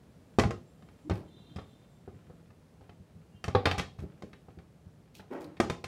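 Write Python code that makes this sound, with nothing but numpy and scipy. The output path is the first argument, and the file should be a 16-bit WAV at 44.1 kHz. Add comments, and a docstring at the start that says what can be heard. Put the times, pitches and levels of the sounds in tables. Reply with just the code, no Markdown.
"""Sharp cracks of tearing paper, close by, as a child presses a tile out of a cardboard punchboard.
Each tab fails in a run of fibre fractures, and the released sheet rings in its damped bending modes.
Card taps on card, fingers bump the sheet, and stick-slip friction makes it drone, hiss and groan.
A small bare room reverberates; behind lie a low hum, soft noise, thin whistles and a far street horn."""
import sys
import numpy as np
from scipy import signal
from scipy.fft import rfft, irfft, next_fast_len
from scipy.io import wavfile
from scipy.ndimage import map_coordinates

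SR = 44100
rng = np.random.default_rng(int(sys.argv[2]) if len(sys.argv) > 2 else 0)


def file_out(sig):
    """Save sig as 16-bit WAV at sys.argv[1]."""
    # one column per channel
    cols = np.atleast_2d(sig).T
    # limit, then scale
    lim = np.clip(cols, -1, 1)
    pcm = np.round(lim * 32767).astype(np.int16)
    wavfile.write(sys.argv[1], SR, pcm)


N = 258867
TIME = np.arange(N) / SR
RING = np.arange(int(SR * .36)) / SR  # time axis of one blow, in seconds

# The sheet's hollow middle modes. Each row: nominal frequency in Hz, relative level in dB, t60 in seconds.
KNOCK_MODES = [(228.5, -3, 0.051), (326.2, 1, 0.037), (405, -2.5, 0.043), (520, -7, 0.048),
               (613, -2.5, 0.033)]
# Its higher, shorter modes. Each row: nominal frequency in Hz, relative level in dB, t60 in seconds.
CLACK_MODES = [(840, 2.5, 0.019), (1108, -3.5, 0.037), (1270, 1.5, 0.023), (1510, -13.5, 0.029)]
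# The spectrum of breaking fibres. Each row: frequency in Hz, relative spectral density in dB.
CRACK_SPECTRUM = [(600, -37), (1500, 5.5), (2300, 6.5), (3900, -3.5), (5200, -13), (7000, -20.5),
                  (12000, -36)]


def snaps():
    """Release of elastic energy: each paper tab tears and lets the bent sheet spring back."""
    # Tearing tabs and caught edges. Each row: start in seconds, strength in dB, sharpness in dB,
    # bend relative to strength in dB, time scale of the tear in seconds.
    tears = [(0.386, -28.5, -9, 1, 0.0038), (0.394, -33, -0.3, 4.5, .005), (0.507, -43, -5, -15, 0.0033),
             (1.097, -43, -6.5, 4.5, 0.0051), (1.56, -54.5, -2, 17, 0.0074), (3.441, -46, 2.5, 1.5, 0.0018),
             (3.48, -42.5, -6, 10.5, 0.0032), (3.7793, -39, 2.5, 5, 0.022), (3.988, -60, -4, 20, 0.0084),
             (4.222, -55.5, -3, -23, 0.0024), (5.6003, -29.5, -6, -8, 0.0031),
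             (5.698, -38, -3.5, 3.5, 0.0047), (5.84, -46, 0.5, -0.5, 0.0065)]
    track = np.zeros(N)
    for s, strength_db, sharp_db, bend_db, tear_s in tears:
        flex_db = strength_db + bend_db
        add(track, s, card_blow(strength_db, sharp_db, flex_db, fizz_db=-10, tear_s=tear_s, pitch=1.141))
    return track


def taps():
    """Impact excitation: card strikes card with little fizz; strong, blunt taps bend the sheet most."""
    # Edge ticks and the clattering tile. Each row: start in seconds, strength in dB, sharpness in dB.
    impacts = [(0.436, -39, -4.5), (0.823, -66, -4), (0.886, -66.5, -2.5), (1.11, -44.5, -5.5),
               (1.585, -52.5, -5.5), (2.077, -63.5, -17), (2.299, -66.5, -12), (2.503, -69, -2.5),
               (2.809, -68, -7.5), (2.892, -62, -2.5), (3.5495, -30, -7.5), (3.655, -30.5, 1.5),
               (3.668, -36.5, -3.5), (3.712, -38, 2.5), (3.744, -55.5, -4.5), (3.796, -43.5, -2),
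               (4.33, -62.5, 3.5), (4.484, -66, -11), (4.586, -65, -1.5), (5.195, -58, -3.5),
               (5.567, -65, 3.5), (5.645, -53.5, -3)]
    track = np.zeros(N)
    for s, strength_db, sharp_db in impacts:
        flex_db = -5.5 + .8 * strength_db - .43 * sharp_db
        fizz_db = -19 + .55 * sharp_db  # a blunt tap frays fewer fibres
        add(track, s, card_blow(strength_db, sharp_db, flex_db, fizz_db, tear_s=.0063, pitch=1.365))
    return track


def card_blow(strength_db, sharp_db, flex_db, fizz_db, tear_s, pitch, contact_s=.0021):
    """Source and resonator: fractures crack and rattle the card; sharpness trades knock for crack."""
    # Stiff patches by a tab. Each row: nominal frequency in Hz, relative level in dB, t60 in seconds.
    patch_modes = [(1983, -6.5, 0.1), (2281, -1, 0.0278), (2780, 3, 0.011), (3360, -1.5, 0.024),
                   (3940, 1.5, 0.014), (4435, -1, .015), (4960, -6, 0.025)]
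    # The treble of fraying fibres. Each row: frequency in Hz, relative spectral density in dB.
    fizz_spectrum = [(3000, -40), (5500, 7), (7000, 6), (10000, -4.5), (13000, -14.5), (16000, -22.5)]
    knock_db, crack_db = strength_db - sharp_db, strength_db + sharp_db
    shift = pitch * np.exp(.011 * sharp_db)  # a sharper blow bends a smaller, higher-pitched patch
    room, fractures = room_response(), fibres(tear_s)
    blow = radiated(fractures * np.exp(-RING / contact_s), room, wet_db=-3)
    clack = at_level(struck(blow, CLACK_MODES, attack_s=.0003), strength_db - .7)
    rip = radiated(fractures, room, wet_db=-2.5)
    tearing = at_level(coloured(rip, CRACK_SPECTRUM), 0)
    patches = struck(in_room(fractures, room, wet_db=-8.5), patch_modes, attack_s=.0001)
    crack = at_level(tearing + at_level(patches, -3), crack_db)
    fizz = at_level(coloured(rip, fizz_spectrum), crack_db + fizz_db)
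    return thunk(flex_db, knock_db, shift, room) + clack + crack + fizz


def fibres(tear_s, spread_db=5, clump_db=2.5, rise_s=.0012):
    """Acoustic emission: paper tears in a quick, clumped run of tiny fractures of uneven size."""
    n = len(RING)
    sizes = np.repeat(amp(spread_db * rng.standard_normal(n // 20 + 1)), 20)[:n]
    clumps = amp(clump_db * np.interp(RING * 500, np.arange(400), rng.standard_normal(400)))
    progress = RING / max(tear_s, .001)
    envelope = (1 + progress) * np.exp(-1.5 * progress) * (1 - np.exp(-RING / rise_s))
    return rng.standard_normal(n) * sizes * clumps * envelope


def thunk(flex_db, knock_db, shift, room):
    """Free vibration: the card springs back with a slow whole-sheet bend and a hollow knock."""
    # Whole-sheet bending. Each row: frequency in Hz, relative level in dB, t60 in seconds.
    flex_modes = [(71, -27.5, 0.018), (100.4, -3, 0.083), (134, 0, 0.057), (177.3, -0.5, 0.053)]
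    flex = in_room(ring(flex_modes, 1, attack_s=.012), room, wet_db=-10)
    knock = in_room(ring(KNOCK_MODES, shift, attack_s=.001), room, wet_db=-7.5)
    return at_level(flex, flex_db) + at_level(knock, knock_db)


def ring(modes, shift, attack_s):
    """Modal superposition: damped sines, whose pitch and strength the grip alters at every blow."""
    hz, db, t60 = np.transpose(modes)[:, :, None]
    detune, grip_db = rng.standard_normal((2, len(modes), 1)) * [[[.03]], [[1.5]]]
    t = RING[:len(RING) // 3]
    waves = amp(db + grip_db) * np.sin(2 * np.pi * hz * shift * np.exp(detune) * t) * fade(t, t60)
    onset = 1 - np.exp(-t / attack_s)
    return np.pad(waves.sum(0) * onset, (0, len(RING) - len(t)))


def struck(blow, modes, attack_s):
    """Forced response: a run of fractures is convolved with the ringing of the modes."""
    return signal.fftconvolve(blow, ring(modes, shift=.95, attack_s=attack_s))[:len(blow)]


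def bumps(cutoff_hz=450):
    """Soft contact acts as a low-pass filter: finger pads move only the sheet's low modes."""
    # Finger bumps. Each row: start in seconds, bend strength in dB, knock relative to bend in dB.
    touches = [(0.45, -25, -15), (1.108, -29.5, -2.5), (1.157, -44, -1.5), (1.345, -60, 0),
               (2.139, -50.5, -7), (2.998, -51, -12), (3.151, -53, -11), (3.345, -50.5, -14.5),
               (4.022, -38, -13), (4.037, -39.5, -3), (4.235, -52.5, 11.5), (4.573, -46.5, -5),
               (4.864, -47.5, -11), (5.475, -53, -11)]
    track = np.zeros(N)
    for s, bend_db, firm_db in touches:
        add(track, s, thunk(bend_db, bend_db + firm_db, shift=.96, room=room_response()))
    return signal.sosfilt(signal.butter(3, cutoff_hz, fs=SR, output="sos"), track)


def slide(attack_s=.015, grain_db=3, snag_db=4):
    """Stick-slip friction: sliding skin makes the sheet drone and its surface hiss with tiny snags."""
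    # Strokes along the card. Each row: start and length in seconds, drone level and hiss level in dB.
    strokes = [(1.124, 0.058, -51, -64.5), (3.974, .06, -56.5, -67.5), (5.138, 0.049, -67, -61.5),
               (5.303, 0.056, -40, -66), (5.394, 0.047, -56.5, -60)]
    # The rubbed sheet's resonances. Each row: frequency in Hz, bandwidth in Hz, relative gain in dB.
    resonances = [(316, 73, -5), (558, 20, -16.5), (765, 32, -23), (998, 53, -32.5), (1290, 23, -46)]
    # Skin on paper. Each row: frequency in Hz, relative spectral density in dB.
    hiss_spectrum = [(1000, -30), (2500, 7), (4000, 5.5), (7000, -1.5), (11000, -4.5), (16000, -8)]

    def sheet(f):
        """Parallel resonators, rolled off below 220 Hz and above 1300 Hz."""
        peaks = sum(amp(db) * 1j * f * width / (hz * hz - f * f + 1j * f * width)
                    for hz, width, db in resonances)
        return peaks / (1 + 1j * f / 1300) * (1j * f / (220 + 1j * f)) ** 2

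    drone_gain = sum(amp(db) * held(s, length, attack_s, t60=.5) for s, length, db, _ in strokes)
    hiss_gain = sum(amp(db) * held(s, length, attack_s, t60=.13) for s, length, _, db in strokes)
    slips = rng.standard_normal(N) * amp(grain_db * wobble(300))
    snags = slips * amp(snag_db * wobble(900))
    drone = drone_gain * unit(filtered(slips, sheet))
    hiss = hiss_gain * unit(coloured(snags, hiss_spectrum))
    return in_room(drone + hiss, room_response(), wet_db=-7.5)


def groans():
    """Stick-slip oscillation: the bent sheet groans roughly under the thumb before a tab gives."""
    # Groans. Each row: centre and half length in seconds, frequency in Hz, level in dB.
    slips = [(1.068, .019, 285, -44), (1.5, .035, 275, -57)]
    direct = sum(amp(db) * swell(s, half) * tone(hz, waver=.16) for s, half, hz, db in slips)
    return in_room(direct, room_response(), wet_db=-6)


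def handling(count=45, level_db=-79, spread_db=4):
    """Impulse excitation: fibres of the held sheet tick at random moments and ring its modes."""
    when, chance = rng.random((count, 2)).T
    sizes = amp(spread_db * np.minimum(-np.log(1 - chance), 2))
    ticks = np.bincount((when * (N - 1)).astype(int), sizes, N)
    body = unit(struck(ticks, KNOCK_MODES + CLACK_MODES, attack_s=.00062))
    crackle = amp(-2.5) * unit(coloured(ticks, CRACK_SPECTRUM))
    return amp(level_db) * unit(in_room(body + crackle, room_response(), wet_db=-1))


def room_response(near_db=-5, near_t60=.041, build_s=.0017):
    """Reverberation: early scatter from body and furniture, and a diffuse tail that dies band by band."""
    # The room's reverberation times. Each row: frequency in Hz, t60 in seconds.
    decay_times = [(80, 0.34), (400, 0.41), (1500, 0.2), (4000, 0.34), (12000, 0.19)]
    hz, t, bands = signal.stft(rng.standard_normal(len(RING)), SR, nperseg=256)
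    bands = bands * fade(t, along(decay_times, hz)[:, None])
    tail = signal.istft(bands, SR, nperseg=256)[1][:len(RING)]
    tail *= 1 - np.exp(-RING / build_s)
    near = rng.standard_normal(len(RING)) * fade(RING, near_t60) * (RING > .002)
    return tail / np.linalg.norm(tail) + amp(near_db) * near / np.linalg.norm(near)


def in_room(x, room, wet_db):
    """Superposition of the direct sound and its reflections."""
    return x + amp(wet_db) * signal.fftconvolve(x, room)[:len(x)]


def radiated(fractures, room, wet_db):
    """Diffuse field: fractures radiate every way, so the room returns their mean spectrum."""
    return fractures / np.linalg.norm(fractures) + amp(wet_db) * room


def hum(hz=160, level_db=-65.5):
    """Random modulation of pitch and level makes the room's low hum uneven."""
    return amp(level_db + 3 * wobble(5)) * tone(hz, waver=.09)


def room_noise(start_db=-57.5, sink_db_per_s=.41):
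    """Broadband ambient noise, strongest in the bass, slowly settles in level."""
    # The room's noise floor. Each row: frequency in Hz, relative spectral density in dB.
    spectrum = [(15, -58.5), (25, -23), (62, -7), (156, -4.5), (198, -7), (227, -8.5), (340, -15.5),
                (410, -15.5), (445, -14.5), (970, -26), (1080, -27.5), (1800, -32), (3090, -36),
                (9810, -43), (15500, -50)]
    noise = unit(filtered(rng.standard_normal(N), lambda hz: amp(along(spectrum, hz))))
    return noise * amp(start_db - sink_db_per_s * TIME + .5 * wobble(5.63))


def horn(level_db=-69.5, street_t60=1.5):
    """Distant transmission: only the upper partials of one toot arrive, and the street prolongs them."""
    # The horn's partials. Each row: frequency in Hz, relative level in dB.
    partials = [(2805, -10.5), (3215, -2), (3595, 2), (3994, -3), (4409, -16)]
    chord = unit(sum(amp(db) * tone(hz, waver=.016) for hz, db in partials))
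    toot = held(s=1.233, length_s=.26, attack_s=.13, t60=street_t60)
    return in_room(amp(level_db) * toot * chord, room_response(), wet_db=-2)


def whistles(gain_db=-7.5, flutter_db=3):
    """Random amplitude modulation makes faint, thin whistles flutter."""
    # High tones. Each row: centre and half length in seconds, frequency in Hz, relative level in dB.
    notes = [(.69, .04, 7480, -78), (1.2, 1.1, 7480, -82.5), (1.0, 1.0, 9600, -88), (.87, .1, 3140, -78),
             (3.39, .04, 3150, -70), (3.38, .05, 2820, -74)]
    tones = sum(amp(db) * swell(s, half) * tone(hz, waver=.01) for s, half, hz, db in notes)
    flutter = unit(amp(flutter_db * wobble(16)))
    return in_room(amp(gain_db) * tones * flutter, room_response(), wet_db=-2)


def tone(hz, waver):
    """A sine of unsteady pitch and strength; waver is the relative pitch deviation."""
    phase = 2 * np.pi * np.cumsum(hz * (1 + waver * wobble(150))) / SR
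    return unit(np.sin(phase) * amp(2.5 * wobble(60)))


def wobble(rate, count=8):
    """A smooth random curve, rate knots a second."""
    knots = rng.standard_normal(int(N * rate / SR) + 4)
    steps = np.arange((len(knots) - 1) * count) / count
    return np.interp(TIME * rate, steps, map_coordinates(knots, [steps]))


def held(s, length_s, attack_s, t60):
    """Attack, hold and release of a sound that starts at time s."""
    return np.clip((TIME - s) / attack_s, 0, 1) * fade(np.maximum(TIME - s - length_s, 0), t60)


def swell(s, half):
    """A flat-topped swell around time s."""
    return np.exp(-((TIME - s) / half) ** 4)


def fade(t, t60):
    """Exponential decay by 60 dB in t60."""
    return np.exp(-np.log(1000) * t / t60)


def along(points, hz):
    """Interpolation of (Hz, value) points on a logarithmic frequency axis."""
    f, values = np.transpose(points)
    return np.interp(np.log(hz + 1), np.log(f + 1), values)


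def filtered(x, response):
    """Linear filtering: the spectrum of x times a frequency response."""
    size = next_fast_len(len(x) + SR // 4)
    return irfft(rfft(x, size) * response(np.fft.rfftfreq(size, 1 / SR)), size)[:len(x)]


def coloured(x, spectrum, size=2048):
    """Minimum-phase filtering with the gain of the (Hz, dB) points."""
    gain = amp(along(spectrum, np.fft.rfftfreq(size, 1 / SR)))
    cepstrum = irfft(np.log(gain))
    cepstrum[1:size // 2] *= 2
    cepstrum[size // 2 + 1:] = 0
    return signal.fftconvolve(x, irfft(np.exp(rfft(cepstrum))))[:len(x)]


def amp(db):
    """Decibels as an amplitude ratio."""
    return 10 ** (np.asarray(db) / 20)


def unit(x):
    """Scale to an rms of 1."""
    return x / np.sqrt(np.mean(x ** 2) + 1e-20)


def at_level(x, db):
    """Scale a hit so that its first 30 ms have this rms level."""
    head = x[:int(.03 * SR)]
    return x * amp(db) / np.sqrt(np.mean(head ** 2) + 1e-20)


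def add(track, s, sound):
    """Mix a sound into the track at time s."""
    start = round(s * SR)
    track[start:start + len(sound)] += sound[:N - start]


def scene():
    """Superposition: tile, sheet and hands sound in front of the quiet room, in one channel."""
    cardboard = snaps() + taps() + bumps() + slide() + groans() + handling()
    return (cardboard + hum() + room_noise() + horn() + whistles())[None]


def record(dry, low_hz=45, top_hz=15800):
    """Band limiting: the phone's microphone loses the deep bass and the highest treble."""
    thinned = signal.sosfilt(signal.butter(3, low_hz, "highpass", fs=SR, output="sos"), dry)
    return np.array([filtered(channel, lambda hz: hz < top_hz) for channel in thinned])


dry = scene()
out = record(dry)
file_out(out)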